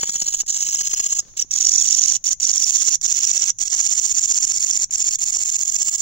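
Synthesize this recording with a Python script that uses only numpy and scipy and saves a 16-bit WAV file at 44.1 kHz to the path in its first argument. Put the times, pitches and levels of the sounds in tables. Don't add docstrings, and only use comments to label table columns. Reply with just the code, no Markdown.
import sys
import numpy as np
from scipy import signal
from scipy.fft import rfft, irfft, next_fast_len
from scipy.io import wavfile
from scipy.ndimage import uniform_filter1d, map_coordinates

SR = 44100
rng = np.random.default_rng(int(sys.argv[2]) if len(sys.argv) > 2 else 0)


def to_wav(sig):
    pcm = np.clip(np.atleast_2d(sig), -1, 1) * 32767
    pcm = np.round(pcm).astype(np.int16)
    wavfile.write(sys.argv[1], SR, pcm.T)


def gain_from_db(level_db):
    decades = np.asarray(level_db, float) / 20
    return 10 ** decades


N = 265041

STARTS = [0.464, 1.367, 1.508, 2.24, 2.4, 3.013, 3.586, 4.909, 5.187]


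def curve(s, v):
    return np.interp(np.arange(N) / SR, s, v)


def unit(x):
    return x / np.sqrt(np.mean(x ** 2))


def colour(x, table):
    hz, db = np.transpose(table)
    size = next_fast_len(N)
    log_hz = np.log(np.fft.rfftfreq(size, 1 / SR) + 1)
    gain = gain_from_db(np.interp(log_hz, np.log(hz), db))
    return irfft(rfft(x, size) * gain, size)[..., :N]


def mode(x, hz, width_hz):
    return signal.lfilter(*signal.iirpeak(hz, hz / width_hz, SR), x)


def bumps(s, db, width_s):
    train = np.zeros(N)
    at = np.round(s * SR).astype(int)
    inside = (at >= 0) & (at < N)
    np.add.at(train, at[inside], gain_from_db(db[inside]))
    t = np.arange(-400, 401) / SR
    bell = np.exp(-.5 * (t / width_s) ** 2)
    return np.clip(signal.fftconvolve(train, bell, "same"), 0, None)


def slow(rate):
    k = int(SR / rate)
    return unit(uniform_filter1d(uniform_filter1d(rng.standard_normal(N), k), k))


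def strokes():
    # (last snap of the first triplet [s], last snap of the final one [s],
    # snap level [dB], drag level [dB], how uneven the three strokes are [0-2])
    triplets = [(0.043, .419, -15, -10.5, 1.11), (.514, .821, -10.5, -10, 0.588),
                (.884, 1.202, -13.5, -9, 1), (1.424, 1.424, -10, -21.5, .4),
                (1.652, 1.652, -4, -16.5, 0.17), (1.761, 1.951, -3.5, -13.5, 0.24),
                (2.06, 2.123, -3, -14.5, 0.13), (2.292, 2.292, -9.5, -15, 0.17),
                (2.452, 2.644, -4, -15.5, 0.56), (2.707, 2.956, -7, -8, 0.93),
                (3.064, 3.504, -6.5, -13, 0.95), (3.636, 3.636, -7.5, -16, 0.98),
                (3.75, 3.998, -6.5, -11.5, 1.04), (4.064, 4.125, -10, -10, 1),
                (4.194, 4.451, -5, -11, 1.06), (4.521, 4.711, -6.5, -15, 0.61),
                (4.776, 4.842, -5, -14, 0.88), (4.959, 5.157, -5.5, -14, 0.88),
                (5.241, 5.566, -7, -14, 0.63), (5.634, 5.766, -4.5, -15, 1.02),
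                (5.83, 6.026, -4.5, -9.5, 1.45)]
    # (last snap [s], snap level [dB], drag level [dB], unevenness [0-2])
    pairs = [
        (1.54, -10.5, -22.5, 0.68),
        (1.586, -5.5, -15.5, 0.84),
        (1.694, 0, -18.5, 0.77),
        (1.995, -5, -11.5, 1.3),
        (2.166, -11.5, -11, 0.97),
        (2.334, -6, -18, 1.62),
        (3.681, -14, -22, 1.5),
    ]
    # (time [s], lead [s])
    middle_lead = [(0, 0.02), (.45, 0.018), (.55, 0.019), (1.2, 0.023), (1.6, 0.024), (2.6, .0195),
                   (4.5, 0.02), (6.01, .021)]
    usual_spacing_s = .064
    first_lead_s, waking_lead_s = .0415, 0.0033
    waking_db = -6
    snap_step_db, drag_step_db = (-5, -1.2, 0), (-13.5, -5.5, 0.5)
    scatter_s, snap_scatter_db, drag_scatter_db = .0006, 1.2, 1.2

    groups = [(s, 0, *row) for s, *row in pairs]
    for first, last, *row in triplets:
        count = int(round((last - first) / usual_spacing_s)) + 1
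        groups += [(end, 1, *row) for end in np.linspace(first, last, count)]
    end, full, snap_db, drag_db, uneven = np.transpose(sorted(groups))

    since_start = end - first_lead_s - np.array(STARTS)[:, None]
    waking = np.any((since_start > 0) & (since_start < .02), axis=0)
    chance = rng.standard_normal((len(end), 3, 3)).T
    lead_s = [first_lead_s + waking_lead_s * waking, np.interp(end, *np.transpose(middle_lead)), 0 * end]
    s = end - lead_s + scatter_s * chance[0]
    snap_db = snap_db + np.outer(snap_step_db, uneven) + snap_scatter_db * chance[1]
    snap_db = snap_db + np.outer([1, 0, 0], waking_db * waking)
    drag_db = drag_db + np.outer(drag_step_db, uneven) + drag_scatter_db * chance[2]

    played = np.array([full > 0, full >= 0, full >= 0]).T
    opening = np.array([full > 0, full < 1, full < 0]).T
    return s.T[played], snap_db.T[played], drag_db.T[played], opening[played]


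def scraper():
    reopen_db = (-0.5, -8, -18.5)
    s, snap_db, drag_db, opening = strokes()
    t = np.arange(N) / SR
    chance = rng.standard_normal((len(s), 8)).T

    snap = bumps(s - .0001, snap_db, width_s=0.0013)
    catch_db = 0.31 * snap_db + 0.14 * np.maximum(drag_db, snap_db - 9.5) - 4.0 + 0.91 * chance[0]
    catch = bumps(s - .005 + .0004 * chance[1], catch_db, width_s=.0006)
    drag = 0
    for k, (lead_s, jerk_db) in enumerate([(.0085, 3), (.0118, -1), (.0155, -3.0)]):
        jerk_s = s - lead_s + 0.00035 * chance[2 + k]
        level_db = drag_db + jerk_db + reopen_db[k] * opening + 0.48 * chance[5 + k]
        drag = drag + bumps(jerk_s, level_db, width_s=0.0014)

    to_start = np.array(STARTS + [99])[np.searchsorted(STARTS, t)] - t
    engaged = np.clip(np.maximum(1 - to_start / 0.00025, (to_start - .02) / .001), 0, 1)
    nearest = np.clip(np.searchsorted(s + .004, t), 0, len(s) - 1)
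    since_snap = t - s[nearest]
    snapping = snap / (snap + catch + drag + 1e-4)
    return (snap + catch) * engaged, drag * engaged, snapping, since_snap


def tooth_strikes(snapping, since_snap):
    tooth_hz = curve([0, 3.0, 6.01], [6750, 6750, 7150])
    tooth_hz = tooth_hz + 850 * np.tanh(since_snap / 0.0017) * snapping
    phase = 2 * np.pi * np.cumsum(tooth_hz * (1 + .08 * slow(1500))) / SR
    teeth = np.sin(phase) * gain_from_db(1.5 * slow(1200)) + .55 * rng.standard_normal(N)
    teeth = mode(teeth, 5950, 1400)
    strength = uniform_filter1d(teeth ** 2 + 1e-3, size=40)
    return unit(teeth / strength ** .35)


def wing_mirror(snaps, drag, teeth, trims_db):
    # (frequency [Hz], width [Hz], level [dB])
    mirror = [(5828, 390, 7), (6465, 1100, -1.5), (6863, 207, 2), (7020, 1080, -25)]
    force = snaps + drag
    low_push = snaps + .62 * drag
    pushes = [low_push, force, force, force ** 0.38 * gain_from_db(13)]
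    song = 0
    for push, trim_db, (hz, width_hz, db) in zip(pushes, trims_db, mirror):
        song = song + gain_from_db(db + trim_db) * mode(push * teeth, hz, width_hz)
    song = colour(song, [(4000, 0.5), (5200, 1.0), (7500, 0.5), (8200, -9.5), (10000, -9)])
    return unit(song) * gain_from_db(-17)


def wing_body(snaps, drag, since_snap, scrape_db):
    # (frequency [Hz], level [dB])
    body_tone = [(1500, -14), (2200, -0.5), (3000, -1), (3800, -2), (4600, 2.5), (5300, 2), (6000, -16.5)]
    whine_hz = np.clip(3700 - 110000 * (since_snap + .009), 2900, 5000) * (1 + 0.14 * slow(500))
    whine = np.sin(2 * np.pi * np.cumsum(whine_hz) / SR)
    shared, *own = rng.standard_normal((3, N))
    push = (drag + 0.45 * snaps) ** 0.67
    scrape = [unit(colour(push * (whine + 1.2 * shared + 0.77 * x), body_tone)) for x in own]
    return np.array(scrape) * gain_from_db(-36.5 + scrape_db)


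def katydid(low_db, middle_db, high_db, scrape_db):
    snaps, drag, snapping, since_snap = scraper()
    teeth = tooth_strikes(snapping, since_snap)
    ring = wing_mirror(snaps, drag, teeth, [low_db, middle_db, 0, high_db])
    return ring + wing_body(snaps, drag, since_snap, scrape_db), snaps + drag


def left_port(x, lead):
    # (frequency [Hz], level [dB], phase lead [radians])
    edge = [(100, -2, 0.89), (2170, -2, 2.31), (3710, -11.5, 4.45), (4460, -2.5, 6.64), (5590, -5, 7.55),
            (6060, -17, 7.6), (6750, -6.5, 10.7), (7040, -13, 12.5), (7556, -3, 14.4), (9230, 9.5, 23.5)]
    hz, db, radians = np.transpose(edge)
    f = np.fft.rfftfreq(N, 1 / SR)
    turn = np.exp(1j * np.interp(f, hz, radians))
    x = irfft(rfft(x) * gain_from_db(np.interp(f, hz, db)) * turn, N)
    return map_coordinates(x, [np.clip(np.arange(N) + lead, 0, N - 1)], order=3)


def leaf(x):
    # (time [s], extra path [ms], level [dB])
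    echo_path = [
        (0, 0.78, -9),
        (0.501, 0.85, -10),
        (1.15, 0.843, -11),
        (1.4, 0.883, -22),
        (1.7, .87, -44),
    ]
    s, late_ms, db = np.transpose(echo_path)
    at = np.clip(np.arange(N) - curve(s, late_ms) * SR / 1000, 0, N - 1)
    echo = np.array([map_coordinates(side, [at], order=3) for side in x])
    return x - gain_from_db(curve(s, db)) * echo


def grass(x):
    t = np.arange(4000) / SR
    tails = rng.standard_normal((2, len(t))) * gain_from_db(-60 * t / 0.063)
    return gain_from_db(-37.0) * np.array([signal.fftconvolve(x, tail)[:N] for tail in tails])


def rasp(force, high_db):
    # (frequency [Hz], level [dB])
    bands = [
        [(7000, -23.5), (7800, -1.5), (8600, -2), (9300, -14.5), (9800, -5.5), (10300, -60)],
        [(10000, -27), (10600, -12), (11500, -9), (12600, -19), (13200, -60)],
        [(13900, -75), (14300, -3), (15000, -9), (15700, -5), (15900, -42)],
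    ]
    out = 0
    for band, trim_db, patchy_db in zip(bands, [high_db, 0, 0], [1.5, 1.6, 1.6]):
        shared, *own = rng.standard_normal((3, N))
        squeezed = force ** 0.3 * gain_from_db(trim_db + patchy_db * slow(7.0))
        out = out + np.array([colour(squeezed * (0.56 * shared + x), band) for x in own])
    return gain_from_db(-40.0) * unit(out)


def overdrive(force, db, pan_db):
    # (frequency [Hz], level [dB])
    crackle_tone = [(20, -2.5), (150, 9), (1500, 8), (3000, 1), (5000, -36)]
    side_db = np.array([pan_db, -pan_db]) / 2
    quick_force = np.abs(uniform_filter1d(force, size=90))
    usual_force = uniform_filter1d(force + 1e-4, size=22050)
    excess = np.tanh((quick_force / usual_force / 3.6) ** 2.5)
    crackle = []
    for _ in range(2):
        noise = excess * gain_from_db(2 * slow(133)) * rng.standard_normal(N)
        crackle.append(colour(noise, crackle_tone))
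    return (gain_from_db(db - 22 + side_db) * unit(np.array(crackle)).T).T if side_db.ndim == 1 else (
        gain_from_db(db - 22 + side_db) * unit(np.array(crackle)))


def far_chorus():
    # (frequency [Hz], level [dB])
    night_tone = [(20, 1), (200, -16.5), (600, -50), (4800, -47), (5800, -9), (6800, -2), (7800, -42),
                  (9000, -55)]
    shared, *own = rng.standard_normal((3, N))
    rumble_tone = [(20, 2.0), (60, -9.5), (170, -11.5), (260, -41)]
    rumble = colour(shared * gain_from_db(1.3 * slow(13.0)), rumble_tone)
    air = np.array([colour(x, night_tone) * gain_from_db(1.6 * slow(26.0)) + rumble for x in own])
    return unit(air) * gain_from_db(-48)


def rustle():
    # (time [s], level [dB])
    brushing = [
        (0, -102),
        (.45, -72),
        (1.15, -70),
        (1.3, -52),
        (1.4, -56),
        (1.5, -64.5),
        (6.01, -85),
    ]
    # (frequency [Hz], level [dB])
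    leaf_tone = [(300, 5), (2500, -9.5), (5000, 0), (7500, -4), (9000, -16), (11000, -19), (13000, -25),
                 (15500, -9)]
    sides = [unit(colour(x * gain_from_db(4.18 * slow(42)), leaf_tone)) for x in rng.standard_normal((2, N))]
    return gain_from_db(curve(*np.transpose(brushing))) * np.array(sides)


def grass_touches():
    # (time [s], level [dB])
    touches = [
        (0.434, -41),
        (1.226, -46),
        (1.252, -43),
        (1.293, -54),
        (1.317, -54),
        (1.339, -45.5),
        (1.445, -56),
        (1.475, -101),
        (4.898, -43),
    ]
    s, db = np.transpose(touches)
    blade_tone = [(300, 5.5), (2500, -4), (4500, -2.5), (5400, -18), (6500, -28)]
    ticks = colour(bumps(s, db, width_s=0.0015) * rng.standard_normal(N), blade_tone)
    thud = bumps(np.array([1.447]), np.array([-30.]), width_s=0.0023) * rng.standard_normal(N)
    thud = colour(thud, [(100, 0), (400, -1), (900, -21), (1500, -32)])
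    return ticks * gain_from_db(-1.5) + thud


def scene():
    # (time [s], left port level [dB], extra left lead [samples], low mode level [dB],
    # facing: left minus right of the overdrive [dB])
    phone = [(0, 8.5, 3, -6.5, 35), (0.499, 2.5, 3, -4, 13.5), (1.0, 8, 5.5, -5.5, 27.5),
             (1.2, 3.5, 4, -7, 3), (1.4, 2.5, 3.5, 7.5, 2), (1.6, -1.5, 1.5, 3, -13.5),
             (2.0, -3.5, 1.3, 4, -17), (2.6, -0.5, .6, 1.4, -16), (3.3, -3, -2, 5, -17.5),
             (4.2, 1, -0.63, -2, -19.5), (5.1, 2.5, -0.65, -2, -12), (6.01, 0, -1.5, -6.3, -12.5)]
    s, *columns = np.transpose(phone)
    left_db, lead, low_db, facing_db = (curve(s, c) for c in columns)
    high_db = -0.2 * facing_db
    middle_db = 0.5 + 0.86 * lead - 0.23 * facing_db
    scrape_db = 0.87 + 0.6 * low_db
    (left, right), force = katydid(low_db, middle_db, high_db, scrape_db)
    direct = np.array([gain_from_db(left_db) * left_port(left, lead), right])
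    song = leaf(direct) + grass(right) + rasp(force, high_db)
    crackle = overdrive(force, -33 + 0.017 * facing_db, facing_db)
    return song + crackle + far_chorus() + rustle() + grass_touches()


def faint_gaps(x):
    # (low edge [Hz], high edge [Hz], share of time missing [0-1])
    gaps = [(2000, 2350, .06), (2350, 2700, .16), (2700, 3100, .12), (9000, 9400, .25), (9400, 9900, .55),
            (10300, 10800, .4), (10800, 11500, .1), (11500, 12100, .45), (12100, 12600, .6),
            (12600, 13200, .8), (14000, 14500, .75), (14500, 14900, .45), (14900, 15300, .2)]
    f, t, frames = signal.stft(x, SR, nperseg=1024)
    for low_hz, high_hz, share in gaps:
        quick, lazy = rng.standard_normal((2, len(t)))
        walk = uniform_filter1d(quick, size=4) + 2 * uniform_filter1d(lazy, size=30)
        frames[:, (f >= low_hz) & (f < high_hz)] *= walk > np.quantile(walk, share)
    return signal.istft(frames, SR, nperseg=1024)[1][:, :N]


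def top_cut(x):
    return signal.sosfilt(signal.butter(12, 17180, fs=SR, output="sos"), x)


def record(dry):
    # (frequency [Hz], level [dB])
    port_tone = [(20, 1.5), (9500, 1), (10000, -41), (10300, -11), (10600, -0.5), (12800, -8), (13150, -45),
                 (14000, -45), (14200, -6), (15750, 4.5), (16000, -46), (16800, -60)]
    soft = np.tanh(1.25 * dry) / 1.25
    mix = faint_gaps(colour(soft, port_tone))
    return top_cut(mix)


dry = scene()
out = record(dry)
to_wav(out)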